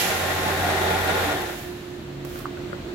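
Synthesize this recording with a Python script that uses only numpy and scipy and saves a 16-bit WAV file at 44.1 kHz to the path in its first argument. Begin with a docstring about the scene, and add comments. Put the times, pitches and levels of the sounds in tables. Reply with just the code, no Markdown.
"""A boring machine roars under load in a hard-walled workshop, on a left and a right microphone: noise that
partly repeats with the shaft, plus shaft orders. An air jet (coloured noise) and thin metallic chirps (bursts
of narrow noise) lie to the right. The load ends, the roar dies away over a dull thud, the casing rings on
and a wavering motor hum remains over the rush of fans. A valve clicks and a cylinder vents a short hiss
(shaped noise); the clamps knock as they move (damped rings with reflections off the machine's frame)."""
import sys
import numpy as np
from scipy import signal
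from scipy.fft import rfft, irfft
from scipy.io import wavfile

SR = 44100
rng = np.random.default_rng(int(sys.argv[2]) if len(sys.argv) > 2 else 0)


def pcm_store(signal):
    """Save signal as 16-bit PCM."""
    levels = np.round(np.clip(np.atleast_2d(signal), -1, 1) * 32767)
    wavfile.write(sys.argv[1], SR, levels.astype(np.int16).T)


N = 129654
TIME = np.arange(N) / SR
BINS = np.maximum(np.arange(N // 2 + 1) * SR / N, 1)  # Hz

# In every table balance_db is left minus right, and density_db (per Hz) gives only the spectrum's shape.

# Roar of the loaded machine
SHAFT_HZ = 29.66  # turns per second
SPEED_WANDER, SPEED_WANDER_HZ = 0.001196, 2.06  # spread as a share of the speed; rate
REPEATING_SHARE = 0.44  # of the roar's noise power, alike every second turn
RIPPLE_DB, RIPPLE_HZ = 1.0, 23  # unevenness of the load
ROAR_LEFT_LATE_S = 0.00014  # the roar reaches the right microphone first
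# level of the roar: time_s, level_db
ROAR_LEVEL = [(0, -27.5), (.4, -26.5), (.68, -24.5), (1.05, -24), (1.23, -23.5), (1.38, -28), (1.52, -35),
              (1.65, -48.5), (2.3, -90)]
# colour of the roar: pitch_hz, density_db
ROAR_COLOUR = [(25, -24), (50, -7), (130, -4.5), (240, -5.5), (400, -2.5), (500, -3.5), (680, 4), (840, 1),
               (950, -4), (1250, -4.5), (1700, -1.5), (2300, -6.5), (2900, -13), (3600, -7.5), (5000, -21),
               (7500, -23.5), (9000, -23.5), (16000, -28)]
# direction of the roar: pitch_hz, balance_db
ROAR_DIRECTION = [(100, 3), (300, -8), (500, 0.5), (770, -3), (1170, -2.5), (1790, 5), (3600, 5),
                  (6000, -12.5)]
# strong shaft orders: multiple (of the shaft rate, rounded), level_db (against the roar's noise), balance_db
SHAFT_ORDERS = [(6, -18.5, 5), (10, -17.5, 3), (12, -19.5, -2), (13, -13.5, 1.5), (15, -17.5, -6),
                (16, -16, -6), (18, -15, -4), (21, -16, -10), (24, -16, -2), (26, -12.5, -4),
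                (29, -11, -1.5), (36, -17, -4), (48, -14, 7.5), (54, -20, 11), (63.87, -15.5, 18)]
ORDER_FLUTTER, FLUTTER_HZ = 1.1, 9.3  # flutter against the steady partial; rate
# drone at three times the shaft rate: time_s, level_db
DRONE_LEVEL = [(0, -52), (.16, -37.5), (.6, -32.5), (1.1, -32.5), (1.3, -36.5), (1.45, -47), (2, -98)]

# moments when the load grabs and one order booms: peak_s, level_db, multiple (of the shaft rate)
LOAD_SURGES = [(.53, -30.5, 13), (.66, -29.5, 24), (.73, -34.5, 21), (.93, -39, 13), (1.23, -36, 26),
               (1.29, -35.5, 10)]
SURGE_S = 0.035  # standard deviation of the swell

# casing resonances: pitch_hz, width_hz, level_db
CASING_MODES = [(1760, 140, -43.5), (3630, 260, -49.5)]
RING_OUT_S, RING_T60_S = 1.39, 2.24

# level of the air jet: time_s, level_db
JET_LEVEL = [(0, -21), (.04, -24.5), (.16, -30), (.35, -33), (1.18, -36), (1.27, -33.5), (1.38, -39),
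             (1.55, -41), (1.75, -49), (2, -56.5), (2.4, -83)]
# colour of the air jet: pitch_hz, density_db
JET_SPECTRUM = [(500, -41), (1500, 0.5), (2400, 9), (3200, 4), (5000, 1), (7600, 0.5), (8500, -7),
                (9800, -1), (12000, -2), (13400, 0), (14100, -7), (15500, -11.5)]
# thin hiss that lingers as the roar dies: time_s, level_db
LAST_AIR_LEVEL = [(1.3, -75), (1.45, -49), (1.62, -43), (1.8, -66), (2.1, -90)]
# colour of that hiss: pitch_hz, density_db
LAST_AIR_SPECTRUM = [(4000, -21), (11000, -3), (15000, -1)]
# direction of all escaping air: pitch_hz, balance_db
AIR_DIRECTION = [(2500, -2), (4500, 0.5), (6500, -7), (8100, -42), (9800, -11.5), (13300, -5.5),
                 (14500, -14)]
JET_TAIL_T60_S, JET_TAIL_DB = 0.068, -7.5  # short, dense noise tail that smears the jet's hiss

# Chirps: centre and width of the band, standard deviation of the swell
CHIRP_HZ, CHIRP_WIDTH_HZ, CHIRP_S = 13330, 400, 0.0014
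CHIRP_DB, CHIRP_SPREAD_DB, CHIRP_PAN_DB = -17.5, 3.5, -14  # first is against the roar's level
# the loudest chirps: peak_s, level_db
LOUD_CHIRPS = [(1.172, -32), (1.239, -34), (1.42, -31)]

# clamp knocks: start_s, clack_db (before the clamp band), clack_hz, body_db, clack balance_db, left_late_s
CLAMP_KNOCKS = [(2.2496, -26.5, 1300, -30.5, -5, .00022), (2.358, -26.5, 1330, -34, -2, 0.0012),
                (2.405, -29, 1280, -42, -7, 0.00078), (2.4556, -13, 1180, -37, -4, 0),
                (2.5738, -25.5, 1540, -34, -4, 0.0047), (2.7301, -18, 1390, -25, 11, 0.00045)]
CLACK_T60_S, BODY_HZ, BODY_T60_S = 0.0081, 555, 0.043
KNOCK_LOW_HZ, KNOCK_HIGH_HZ = 795, 1880  # band that the clamps radiate
KNOCK_FRAME_DB, KNOCK_FRAME_T60_S = -5.5, 0.08  # reflections off the machine's frame

# Dull thud as the load ends
THUD_S, THUD_DB, THUD_T60_S = 1.277, -26, 0.13
# colour of the thud: pitch_hz, density_db
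THUD_SPECTRUM = [(30, -19), (90, 9), (600, -2), (5000, -55)]

# Cylinder vent: opens, peaks, shuts
VENT_START_S, VENT_PEAK_S, VENT_DB = 2.252, 2.4, -40.5
VENT_RISE_DB_PER_S, VENT_FALL_DB_PER_S = 40, 185
# colour of the vent and the valve: pitch_hz, density_db
VENT_SPECTRUM = [(300, 7), (1500, 6.5), (3000, 2), (6500, -1), (9000, -3.5), (12000, 0.5), (16000, 1)]
# valve clicks: start_s, level_db
VALVE_SPITS = [(2.2492, -30.5), (2.389, -36)]
VALVE_T60_S = 0.018

# main idle tone, which swells and dips: time_s, level_db
WHINE_SWELL = [(0, -50), (1.38, -38.5), (1.53, -35.5), (1.62, -44.5), (1.7, -33), (1.8, -43.5), (1.93, -34),
               (2.03, -43.5), (2.12, -38.5), (2.39, -35.5), (2.42, -43), (2.47, -36.5), (2.7, -34),
               (2.85, -39), (2.94, -32.5)]
WHINE_HZ, WHINE_PAN_DB, WHINE_FLUTTER = 356.2, -8, 0.13
# low idle tone: time_s, level_db
LOW_HUM_SWELL = [(0, -46.5), (1.6, -52), (1.93, -44), (2.04, -45), (2.22, -39), (2.36, -45.5),
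                 (2.94, -45.5)]
LOW_HUM_HZ, LOW_HUM_FLUTTER = 140, 0.17
# weaker idle tones: pitch_hz, level_db (before IDLE_SWELL), balance_db, flutter (against the steady partial)
WEAK_HUM = [(279, -47, -4.5, 0.57), (640, -55.5, 8, 0.45), (707, -54.5, -30, 0.48)]
HUM_FLUTTER_HZ = 3.1
# swell shared by the weak tones and the fans: time_s, gain_db
IDLE_SWELL = [(0, -9.5), (1.6, 0), (2.05, -1.5), (2.3, -0.5), (2.6, 1), (2.94, 1)]
FANS_DB = -37  # before IDLE_SWELL
# colour of the fans: pitch_hz, density_db
FANS_COLOUR = [(20, -24), (45, 1.5), (80, 2), (200, -0.5), (350, 1.5), (430, -6.5), (650, -9), (850, -13),
               (1400, -13), (2200, -16), (4200, -19.5), (5200, -27), (7500, -28.5), (9200, -36.5),
               (12500, -35.5), (16000, -35)]
# direction of the fans and the thud: pitch_hz, balance_db
IDLE_DIRECTION = [(100, 1.5), (400, -4), (1000, -2), (2800, 2.5), (4500, 1.5), (8000, -15), (13000, -6)]

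# likeness of the left and right microphone signals: pitch_hz, likeness (1 is identical)
MIC_LIKENESS = [(80, 0.96), (200, 0.95), (400, 0.93), (780, 0.53), (1100, 0.043), (3000, 0.013)]
CUTOFF_HZ = 15850


def from_db(db):
    """Decibels to gain."""
    return 10 ** (np.asarray(db) / 20)


def rms_one(x):
    """Scale to unit power."""
    return x / np.sqrt(np.mean(x ** 2) + 1e-20)


def level(rows):
    """Gain over time from time_s, level_db points."""
    return from_db(np.interp(TIME, *np.transpose(rows)))


def over_hz(points):
    """Join pitch_hz, value points on a log-frequency axis."""
    hz, value = np.transpose(points)
    return np.interp(np.log(BINS), np.log(hz), value)


def pan(db):
    """Left and right gains of constant power."""
    gains = from_db(np.array([[.5], [-.5]]) * db)
    return gains / np.sqrt(np.mean(gains ** 2, axis=0))


def drift(rate):
    """Slow chance with spread 1: noise through a double low-pass at the rate in Hz."""
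    r = np.exp(-200 * np.pi * rate / SR)
    # one value per 100 samples; the first 1000 let the filter settle
    steps = rng.standard_normal(N // 100 + 1002)
    slow = signal.lfilter([1], [1, -2 * r, r * r], steps)[1000:]
    return np.interp(np.arange(N) / 100, np.arange(len(slow)), rms_one(slow))


def white():
    """Two unrelated noises."""
    return rng.standard_normal((2, N))


def coloured(source, colour, balance):
    """Give two unrelated signals a spectrum, a likeness and a direction; unit power."""
    mid, side = rfft(source)
    alike = np.clip(over_hz(MIC_LIKENESS), -.99, .99)
    both = np.sqrt(1 + alike) * mid + np.sqrt(1 - alike) * side * [[1], [-1]]
    return rms_one(irfft(both * from_db(over_hz(colour)) * pan(over_hz(balance)), N))


def tone(cycles, hz, flutter, rate):
    """A partial fluttering in strength and phase; higher ones reach the microphones less alike."""
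    alike = np.clip(np.interp(hz, *np.transpose(MIC_LIKENESS)), -1, 1)
    apart = np.arccos(alike) * rng.choice([-.5, .5])
    phase = 2 * np.pi * (cycles + rng.random()) + apart * np.array([[1], [-1]])
    in_phase = (1 + flutter * drift(rate)) * np.cos(phase)
    quadrature = flutter * drift(rate) * np.sin(phase)
    return rms_one(in_phase + quadrature)


def decay(start, t60):
    """A sudden start and an exponential fall."""
    return (TIME >= start) * from_db(-60 * np.clip((TIME - start) / t60, 0, 4))


def ring(start, hz, t60):
    """One struck mode: a decaying sine."""
    return decay(start, t60) * -np.sin(2 * np.pi * hz * (TIME - start))


def add_tail(x, db, t60):
    """Add a short, dense tail by convolving with decaying noise."""
    size = SR // 4
    tail = rms_one((white() * decay(.0005, t60))[:, :size]) / np.sqrt(size)
    return x + from_db(db) * signal.fftconvolve(x, tail, axes=1)[:, :N]


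def roar(turns):
    """Rattle that repeats every second turn, turbulent noise, strong shaft orders and the low drone."""
    size = int(2 * SR / SHAFT_HZ)  # samples in two turns
    place = (turns / 2 % 1) * size
    patterns = rng.standard_normal((2, size))
    repeating = np.array([rms_one(np.interp(place, np.arange(size), p)) for p in patterns])
    share = np.clip(REPEATING_SHARE, 0, 1)
    noise = np.sqrt(share) * repeating + np.sqrt(1 - share) * white()
    loaded = coloured(noise, ROAR_COLOUR, ROAR_DIRECTION)
    for multiple, db, pan_db in SHAFT_ORDERS:
        k = round(multiple)
        order = tone(k * turns, k * SHAFT_HZ, ORDER_FLUTTER, FLUTTER_HZ)
        loaded = loaded + from_db(db) * pan(pan_db) * order
    ripple = from_db(RIPPLE_DB * drift(RIPPLE_HZ))
    drone = tone(3 * turns, 3 * SHAFT_HZ, .08, FLUTTER_HZ)
    return level(ROAR_LEVEL) * ripple * loaded + level(DRONE_LEVEL) * drone


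def surges(turns):
    """Single shaft orders boom for a moment, which makes the roar lumpy."""
    out = 0
    for s, db, k in LOAD_SURGES:
        swell = from_db(db) * np.exp(-.5 * ((TIME - s) / SURGE_S) ** 2)
        out = out + swell * tone(round(k) * turns, k * SHAFT_HZ, 0.2, FLUTTER_HZ)
    return out


def casing():
    """The load shakes narrow casing resonances (filtered noise), which ring on as the roar dies."""
    fade = from_db(-60 * np.maximum(TIME - RING_OUT_S, 0) / RING_T60_S)
    rings = 0
    for hz, width, db in CASING_MODES:
        resonance = 1 / (1 + ((BINS - hz) * 2 / width) ** 2)
        rings = rings + from_db(db) * rms_one(irfft(rfft(white()) * resonance, N))
    return fade * rings


def air_jet():
    """A bright noise jet on the right, strongest at first, thinning to a faint hiss as the roar fades."""
    hiss = coloured(white(), JET_SPECTRUM, AIR_DIRECTION)
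    jet = level(JET_LEVEL) * rms_one(add_tail(hiss, JET_TAIL_DB, JET_TAIL_T60_S))
    return jet + level(LAST_AIR_LEVEL) * coloured(white(), LAST_AIR_SPECTRUM, AIR_DIRECTION)


def chirps(turns):
    """Narrow noise swells three times a turn, as loud as load and chance make it, plus a few loud ones."""
    touches = np.flatnonzero(np.diff(np.floor(3 * turns)) > 0)
    chance = np.clip(rng.standard_normal(len(touches)), -2, 2)
    hits = np.zeros(N)
    hits[touches] = level(ROAR_LEVEL)[touches] * from_db(CHIRP_DB + CHIRP_SPREAD_DB * chance)
    for s, db in LOUD_CHIRPS:
        hits[int(s * SR)] = from_db(db)
    swell = signal.fftconvolve(hits, signal.windows.gaussian(SR // 50, CHIRP_S * SR), "same")
    band = np.exp(-2 * ((BINS - CHIRP_HZ) / CHIRP_WIDTH_HZ) ** 2)
    squeal = irfft(rfft(white()[0]) * band, N)
    return pan(CHIRP_PAN_DB) * swell * rms_one(squeal)


def knocks():
    """Each clamp knock is a damped clack over a longer, low body ring, then reflections from the frame."""
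    clacks, bodies = 0, 0
    for s, db, hz, body_db, pan_db, late in CLAMP_KNOCKS:
        start = s + late * np.array([[.5], [-.5]])
        clacks = clacks + from_db(db) * pan(pan_db) * ring(start, hz, CLACK_T60_S)
        bodies = bodies + from_db(body_db) * ring(start, BODY_HZ, BODY_T60_S)
    clamp_band = signal.butter(2, [KNOCK_LOW_HZ, KNOCK_HIGH_HZ], "band", fs=SR, output="sos")
    clacks = signal.sosfilt(clamp_band, clacks)
    return add_tail(clacks + bodies, KNOCK_FRAME_DB, KNOCK_FRAME_T60_S)


def thud():
    """The heavy body shudders briefly: a decaying burst of low noise."""
    return from_db(THUD_DB) * decay(THUD_S, THUD_T60_S) * coloured(white(), THUD_SPECTRUM, IDLE_DIRECTION)


def vent():
    """The valve spits short noise bursts, and the exhaust hiss swells and shuts off."""
    late = TIME - VENT_PEAK_S
    slope_db = np.minimum(VENT_RISE_DB_PER_S * late, -VENT_FALL_DB_PER_S * late)
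    flow = (TIME > VENT_START_S) * from_db(VENT_DB + slope_db)
    spits = sum(from_db(db) * decay(s, VALVE_T60_S) for s, db in VALVE_SPITS)
    return (flow + spits) * coloured(white(), VENT_SPECTRUM, AIR_DIRECTION)


def idle():
    """Two swelling motor tones and weaker fluttering ones over the rush of fans, which is noise."""
    whine = tone(WHINE_HZ * TIME, WHINE_HZ, WHINE_FLUTTER, HUM_FLUTTER_HZ)
    whine = level(WHINE_SWELL) * pan(WHINE_PAN_DB) * whine
    low = level(LOW_HUM_SWELL) * tone(LOW_HUM_HZ * TIME, LOW_HUM_HZ, LOW_HUM_FLUTTER, HUM_FLUTTER_HZ)
    hum = 0
    for hz, db, pan_db, flutter in WEAK_HUM:
        hum = hum + from_db(db) * pan(pan_db) * tone(hz * TIME, hz, flutter, HUM_FLUTTER_HZ)
    fans = from_db(FANS_DB) * coloured(white(), FANS_COLOUR, IDLE_DIRECTION)
    return whine + low + level(IDLE_SWELL) * (hum + fans)


def scene():
    """The loaded machine, its air and clamps, and the idle hum behind."""
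    turns = np.cumsum(SHAFT_HZ * (1 + SPEED_WANDER * drift(SPEED_WANDER_HZ))) / SR
    left, right = roar(turns) + surges(turns)
    loaded = np.array([np.interp(TIME - ROAR_LEFT_LATE_S, TIME, left), right])
    machine = loaded + casing() + air_jet() + chirps(turns)
    return machine + knocks() + thud() + vent() + idle()


def record(dry):
    """A steep elliptic low-pass cuts the top."""
    return signal.sosfilt(signal.ellip(12, .2, 80, CUTOFF_HZ, fs=SR, output="sos"), dry)


dry = scene()
out = record(dry)
pcm_store(out)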